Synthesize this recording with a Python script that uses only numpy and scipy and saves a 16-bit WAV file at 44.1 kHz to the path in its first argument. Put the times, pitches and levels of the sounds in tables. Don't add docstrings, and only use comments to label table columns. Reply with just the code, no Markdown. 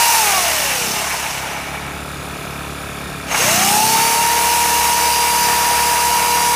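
import sys
import numpy as np
from scipy import signal
from scipy.io import wavfile
from scipy.ndimage import uniform_filter1d

SR = 44100
rng = np.random.default_rng(int(sys.argv[2]) if len(sys.argv) > 2 else 0)


def dump(signal):
    limited = np.clip(np.atleast_2d(signal).T, -1, 1)
    pcm = np.round(limited * 32767).astype(np.int16)
    wavfile.write(sys.argv[1], SR, pcm)


def linear_from_db(decibels):
    return 10 ** (np.asarray(decibels, float) / 20)


N = 288855
T = np.arange(N) / SR

# time in seconds, firings per second.
FIRING = [(0, 34.6), (.14, 37.5), (.34, 38.8), (.8, 30.9), (1.07, 35.4), (1.2, 35.2), (1.38, 33.5),
          (1.6, 35.4), (2.1, 35.9), (3.26, 35.2), (3.41, 31.2), (3.6, 29), (3.83, 32.4), (4.1, 35.3),
          (4.55, 37.2), (5.25, 36.8), (5.41, 35.3), (5.71, 36.25)]
# time in seconds, load (0 idle, 1 steady, 2 labouring), overall level change in dB.
THROTTLE = [(0, 0.5, -7), (.5, 0.53, -2.5), (.9, 1.76, -1.7), (1.3, .08, -4), (1.8, .2, 0.1),
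            (2.3, .02, 0.5), (3.25, 0.089, 0.7), (3.44, 1.75, 3), (3.6, 1.93, 1), (4.0, 1.75, 0.5),
            (4.3, 1.07, 1.3), (5.3, 0.97, -0.5), (5.45, 1.22, 2), (5.8, 1.04, 0), (6.55, 1.12, 0.5)]
# multiple of the firing rate, level in dB.
IDLE_ORDERS = [(1, -19), (2, -1), (3, -13), (4, 0), (5, -3), (6, -7), (7, -8), (8, -5), (9, -13), (10, -10),
               (11, -10), (12, -11)]
STEADY_ORDERS = [(1, -38), (2, -1), (3, -18), (4, -9.5), (5, -2.5), (6, -9), (7, -26), (8, -6), (9, -8),
                 (10, -20), (11, -14.5), (12, -4.5)]
LABOUR_ORDERS = [(1, -34), (2, -23), (3, -15), (4, -7), (5, -9.5), (6, -4.5), (7, 3), (8, -20), (9, -15),
                 (10, -7), (11, -16), (12, -10)]
# share of the cycle, frequency in Hz, width in Hz, level in dB.
KNOCKS = [(.06, 1270, 160, 3.5), (.1, 760, 200, -4), (.16, 2350, 220, -1), (.29, 2405, 254, 1.5),
          (.4, 646, 112, -4.5), (.4, 3480, 200, -18), (.48, 1180, 202, -4.5), (.54, 2300, 250, -4.5),
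          (.87, 3460, 149, -6.5), (.93, 1426, 198, 0.5)]
# share of the cycle, level in dB.
PUFFS = [(.36, 8), (.48, -9), (.7, 1), (.92, -8)]
# frequency in Hz, density in dB per Hz.
BREATH = [(15, -44), (25, -25), (54, -2), (147, -11), (575, -8), (640, -9), (1010, -7.5), (1320, -7.5),
          (2020, -12.5), (2380, -12.5), (4290, -20), (8600, -24), (9580, -20), (15100, -30)]
# frequency in Hz, width in Hz, gain in dB.
COVER = [(160, 72, 5.5), (565, 63, -3), (1170, 240, -6.5), (2070, 180, -10), (2350, 200, 3),
         (3160, 200, -7), (3670, 160, 4.5), (7040, 200, 4.5), (8540, 900, -2), (9600, 300, 3)]
EXHAUST_DB, CASING_DB = [-36.5, -36.5, -28.5], [-31, -36.5, -30.5]

# multiple of the whine, dB in the first hold, dB in the second hold,
# dB per octave of speed, dB of motor strain.
WHINE_LAW = [(1, -22.5, -22, 14.5, 14), (.5, -47, -35, 10, -10), (3, -34, -41, 5, 9),
             (5, -35, -33.5, 11, -15), (1.5, -39.5, -43, 5, 3), (10, -42, -41, 17, 9),
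             (11, -42, -42, 17, 0)]
# frequency in Hz, width in Hz, gain in dB.
WHINE_PEAKS = [
    [(895, 170, 5.5)],
    [(416, 45, 18)],
    [(2570, 400, 4), (1910, 600, 4), (950, 250, 6)],
    [(4520, 290, 6.5), (3500, 1100, -8), (2720, 240, 16), (2300, 170, 7)],
    [(1160, 200, 16.5)],
    [(8400, 900, 12), (9300, 120, 1)],
    [(10200, 330, 9)],
]
POWERED = [0.83, 0.22, 0.034, 1, 0.79, 1, 1]
# level flutter in dB, phase flutter in radians.
UNSTEADY = [(.9, .06), (1.5, .1), (2.2, .3), (1.4, .15), (2, .2), (2, .3), (2, .3)]
# start in seconds, end in seconds, change in dB.
GRIP = [
    (4.4, 4.97, -9),
    (5.0, 5.5, 2.5),
    (5.05, 5.75, 2.2),
    (6.3, 6.7, 1.5),
]
# multiples of the whine, then levels in dB to the whine.
ROTOR_MULTIPLES = [.9315, .9085, 1.094, 2, 2.5, 4, 5.5, 10.5, 11.5]
ROTOR_DB = [-7, -29, -15, -28, -21, -23, -23, -20, -16]
# multiples of the whine, then levels in dB to the clatter.
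LINK_MULTIPLES = [1.863, 2.795, 4.2, 5.69]
LINK_DB = [-21, -19.5, -17.5, -23]
# frequency in Hz, density in dB per Hz.
CLATTER = [(88, -56), (150, -34), (243, -36), (302, -33), (371, -23), (476, -15.5), (531, -19.5),
           (791, -13), (945, -11.5), (1110, -10), (2040, -12), (2410, -13), (4000, -23.5), (5200, -57),
           (8800, -120)]
# frequency in Hz, width in Hz, gain in dB.
HOUSING = [(670, 104, 7.5), (846, 30, 8), (1180, 115, 0), (1836, 88, 3.5), (2300, 150, 5), (2850, 170, 3.5)]
# frequency in Hz, width in Hz, gain in dB.
RINGING = [(900, 170, 5), (1200, 250, -3), (2250, 130, 6)]
# frequency in Hz, share.
GROWL = [(450, 0), (700, .6), (880, 1.2), (1100, 0)]
# time in seconds, clatter in dB, growl in dB, length in seconds.
SNATCHES = [
    (.94, -2.5, 4, 0.11),
    (1.433, 0.5, 0.5, 0.064),
    (3.322, -1, 4, 0.013),
    (3.341, -3, 4, .007),
    (3.346, 5, 0, 0.0068),
    (3.383, -5.5, 5, 0.017),
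    (3.805, -4, 9, 0.1),
]
# frequency in Hz, density in dB per Hz.
RUSH = [(1650, -22.5), (2800, 2), (3160, -6.5), (3630, -5.5), (3930, -5), (4520, -4.5), (4620, -4.5),
        (4920, -4), (5030, -4), (5550, -0.5), (7150, -4), (9680, -3.5), (11700, -8), (15100, -9)]
# frequency in Hz, width in Hz, gain in dB.
VENTS = [(3900, 340, 0.5), (5250, 510, 1.5), (6050, 230, 2), (6420, 95, 3.5), (11300, 790, 2)]
# frequency in Hz, width in Hz, gain in dB.
SINGING = [(6450, 110, 13), (12600, 5000, -1)]
# time in seconds, nearness of the chain bar in dB, of the fan vents in dB.
HELD = [(0, 3.5, 4.5), (.4, 3, 4), (.8, 1.5, 5), (1.15, 3.5, 5), (1.36, 2.5, 5), (1.43, 0.5, 3),
        (1.7, 3, 1.5), (1.92, 4, 0), (3.3, 1, -1), (3.92, -0.5, .7), (4.2, -0.5, -1.2), (4.6, 0, 0.6),
        (5.0, 1, 0), (5.4, 0.5, 0.2), (5.7, 1.3, -0.3), (6.55, 0, -0.5)]
# dB at full speed, power of the speed, speed where it dies in Hz, dB of strain, share of switch-on fade.
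CLATTER_LAW, RUSH_LAW = (-22, 0.5, 110, 9, .85), (-21.5, 0.91, 96, 11, 1.06)
FIRST_HZ = 941
ON_S, TRIGGER_S = 3.236, 3.258

# time in seconds, low edge in Hz, high edge in Hz, level in dB.
SPLITS = [(.029, 9600, 13300, -26), (.029, 4200, 5300, -31), (.237, 11000, 13300, -31),
          (1.004, 12400, 13900, -40), (5.021, 5700, 8400, -29), (5.021, 13100, 14600, -40),
          (5.067, 5200, 6500, -31), (5.439, 5100, 6500, -29), (6.042, 6300, 7700, -34),
          (6.53, 7600, 9100, -33)]


def evened(x):
    return x / np.sqrt(np.mean(x ** 2) + 1e-20)


def columns(rows, t=T):
    s, *values = np.transpose(rows)
    return [np.interp(t, s, v) for v in values]


def resonances(bumps, hz):
    return sum(db / (1 + (2 * (hz - centre) / width) ** 2) for centre, width, db in bumps)


def colour(points, bumps, hz):
    f, db = np.transpose(points)
    return np.interp(np.log(hz + 1), np.log(f), db) + resonances(bumps, hz)


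def wander(per_s):
    steps = rng.standard_normal(int(N / SR * 400) + 4)
    return np.interp(T * per_s, np.arange(len(steps)), steps) * 1.2


def shaped(drive, shape_db, patchy_db):
    hz, t, z = signal.stft(drive, SR, nperseg=1024, noverlap=768)
    patches = uniform_filter1d(rng.standard_normal(z.shape), 6, 0)
    patches = evened(uniform_filter1d(patches, 10, 1))
    z = z * linear_from_db(shape_db(hz[:, None], t) + patchy_db * patches)
    return signal.istft(z, SR, nperseg=1024, noverlap=768)[1][:N]


def ticks(turns):
    return np.diff(np.floor(turns), prepend=np.floor(turns[0]))


def exhaust_thump(turns, load):
    out = 0
    for (k, idle), (_, steady), (_, labour) in zip(IDLE_ORDERS, STEADY_ORDERS, LABOUR_ORDERS):
        db = np.interp(load, np.arange(3), [idle, steady, labour]) + 1.4 * wander(14)
        out += linear_from_db(db) * np.cos(2 * np.pi * k * (turns - .49) + .14 * k ** 2)
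    return out


def blow(turns, share, db):
    return linear_from_db(db + 1.5 * wander(100)) * ticks(turns - share + .001 * wander(80))


def casing_knocks(turns):
    ring_t = T[:900]
    soft = 1 - np.exp(-ring_t / 0.00022)
    out = 0
    for share, f, width, db in KNOCKS:
        ring = soft * np.exp(-np.pi * width * ring_t) * np.sin(2 * np.pi * f * ring_t)
        out += signal.oaconvolve(blow(turns, share, db), ring)[:N]
    return out


def engine_air(turns):
    puffs = sum(blow(turns, share, db) for share, db in PUFFS)
    puffs = signal.oaconvolve(puffs, np.exp(-T[:900] / 0.0039))[:N]
    drive = rng.standard_normal(N) * (4.2 + evened(puffs))
    return shaped(drive, lambda f, t: colour(BREATH, COVER, f), 1.4)


def generator():
    hz, = columns(FIRING)
    load, overall_db = columns(THROTTLE)
    exhaust_db = np.interp(load, np.arange(3), EXHAUST_DB) + overall_db
    casing_db = np.interp(load, np.arange(3), CASING_DB) + overall_db
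    turns = np.cumsum(hz * (1 + 0.003027 * wander(12))) / SR
    casing = linear_from_db(-2.5) * evened(casing_knocks(turns)) + evened(engine_air(turns))
    return linear_from_db(exhaust_db + 1.2) * exhaust_thump(turns, load) + linear_from_db(casing_db) * casing


def rotor():
    off_s, drag_per_s, friction_hz, rest_hz = .136, .84, 108, 70
    second_hz, climb_per_s, creep_hz_per_s, bite_s = 944.2, 4.25, 4.25, .13
    powered = T > TRIGGER_S
    coast = (FIRST_HZ + friction_hz) * np.exp(-drag_per_s * np.maximum(T - off_s, 0)) - friction_hz
    strain = powered * np.exp(-climb_per_s * np.maximum(T - ON_S, 0))
    climb = (second_hz + creep_hz_per_s * (T - ON_S)) * (1 - strain)
    bite_db = powered * 20 * np.log10(np.clip((T - TRIGGER_S) / bite_s, 1e-3, 1))
    return np.maximum(np.where(powered, climb, coast), rest_hz), strain, bite_db


def slowness(hz, t):
    return np.interp(t, T, 1 - hz / FIRST_HZ)


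def noise_db(law, hz, strain, bite_db):
    full_db, power, dies_hz, strain_db, fade = law
    moving = (hz - dies_hz) / (FIRST_HZ - dies_hz) + 0.22 * strain
    speed_db = np.where(moving > 0, full_db + 20 * power * np.log10(abs(moving) + 1e-4), -90)
    return speed_db + strain_db * np.sqrt(strain) + fade * bite_db


def whine_db(hz, strain):
    grip_s = 0.16
    grip_db = sum(db * np.clip(np.minimum(T - a, b - T) / grip_s + .5, 0, 1) for a, b, db in GRIP)
    levels = []
    for (k, first_db, second_db, octave_db, strain_db), peaks, share in zip(WHINE_LAW, WHINE_PEAKS, POWERED):
        db = np.where(T < ON_S, first_db, second_db) + octave_db * np.log2(hz / FIRST_HZ) + strain_db * strain
        db = db + .25 * np.minimum(max(k / 2, 1) * hz - 425 * (1 + 0.19 * strain), 0)
        db = db + grip_db * (k == 5)
        levels.append(db + np.where(T < ON_S, 1, share) * resonances(peaks, k * hz))
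    return levels


def fan_rush(hz, strain, angle):
    chop = 0.095 * np.cos(angle / 2) + 0.08 * np.cos(angle * ROTOR_MULTIPLES[0] / 10)
    air = rng.standard_normal(N) * (1 + chop + 0.035 * wander(200))

    def spectrum(f, t):
        tilt = (0.88 - 4 * slowness(hz, t)) * np.log2((f + 1) / 6000)
        singing = np.interp(t, T, np.sqrt(strain)) * resonances(SINGING, f)
        return colour(RUSH[:-1], VENTS, f) + tilt + singing

    return shaped(air, spectrum, 1.28)


def link_clatter(hz, angle, sag_db):
    chain_angle = angle * ROTOR_MULTIPLES[0]
    links = ticks(chain_angle / (2 * np.pi) + .12 * wander(300)) * linear_from_db(9.7 * rng.standard_normal(N))
    loose = (rng.random(N) < 1500 / SR) * linear_from_db(1.8 * rng.exponential(1, N))
    loose = loose * rng.choice([-1, 1], N)
    slack = .35 * np.clip(950 / hz, 1, 2.2)
    drive = 0.15 * evened(links - links.mean()) + slack * evened(loose) + rng.standard_normal(N)
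    drive *= 1 + 0.13 * np.cos(chain_angle / 10) + 0.12 * wander(40)

    def spectrum(f, t):
        slow = slowness(hz, t)
        growl_db = 1.5 + 2 * slow + np.interp(t, T, sag_db)
        ringing = slow * (t < ON_S) * resonances(RINGING, f)
        return ringing + colour(CLATTER, HOUSING, f) + growl_db * colour(GROWL, [], f)

    return shaped(drive, spectrum, 0.91)


def gliding_tones(multiples, table_db, level_db, hz, angle):
    out = 0
    for k, db in zip(multiples, table_db):
        swell_db = 1.2 * colour([(400, -15), (800, 0)], HOUSING, k * hz) * (abs(k - 1) > .2)
        out += linear_from_db(level_db + db + swell_db + 1.5 * wander(20)) * np.sin(k * angle + 0.12 * wander(15))
    return out


def rotor_whine(tones_db, angle):
    out = 0
    for (k, *_), db, (flutter_db, smear) in zip(WHINE_LAW, tones_db, UNSTEADY):
        out += np.sqrt(2) * linear_from_db(db + flutter_db * wander(40)) * np.sin(k * angle + smear * wander(60))
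    return out


def saw():
    hz, strain, bite_db = rotor()
    angle = 2 * np.pi * np.cumsum(hz * (1 + .0005 * wander(30))) / SR
    bar_db, vents_db = columns(HELD)
    snatch_db, sag_db = sum(np.outer(db, np.exp(-((T - s) / length) ** 2)) for s, *db, length in SNATCHES)
    clatter_db = noise_db(CLATTER_LAW, hz, strain, bite_db) + bar_db + snatch_db
    rush_db = noise_db(RUSH_LAW, hz, strain, bite_db) + vents_db
    tones_db = whine_db(hz, strain)
    links_db = clatter_db + 3 * np.clip(1.6 - hz / 500, 0, 1)
    out = rotor_whine(tones_db, angle)
    out += gliding_tones(ROTOR_MULTIPLES, ROTOR_DB, tones_db[0], hz, angle)
    out += gliding_tones(LINK_MULTIPLES, LINK_DB, links_db, hz, angle)
    out += linear_from_db(clatter_db) * evened(link_clatter(hz, angle, sag_db))
    return out + linear_from_db(rush_db + 2.5) * evened(fan_rush(hz, strain, angle))


def scene():
    return np.tile(generator() + saw(), (2, 1))


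def band_limit(x):
    return signal.sosfilt(signal.butter(12, 16320, fs=SR, output="sos"), x)


def record(dry):
    side = np.zeros(N + 2048)
    for s, low_hz, high_hz, db in SPLITS:
        bandpass = signal.butter(6, [low_hz, high_hz], "bandpass", fs=SR, output="sos")
        band = signal.sosfilt(bandpass, rng.standard_normal(2048))
        at = round(s * SR) - 1024
        side[at:at + 2048] += linear_from_db(db) * evened(band) * signal.windows.tukey(2048, .5)
    bassless = signal.sosfilt(signal.butter(2, 38, "highpass", fs=SR, output="sos"), dry)
    pair = 0.91 * np.tanh(bassless / 0.88) + side[:N] * np.array([[1], [-1]])
    edge = signal.firwin(1023, 15330, window=("kaiser", 10), fs=SR)
    return band_limit(signal.oaconvolve(pair, edge[None], "same"))


dry = scene()
out = record(dry)
dump(out)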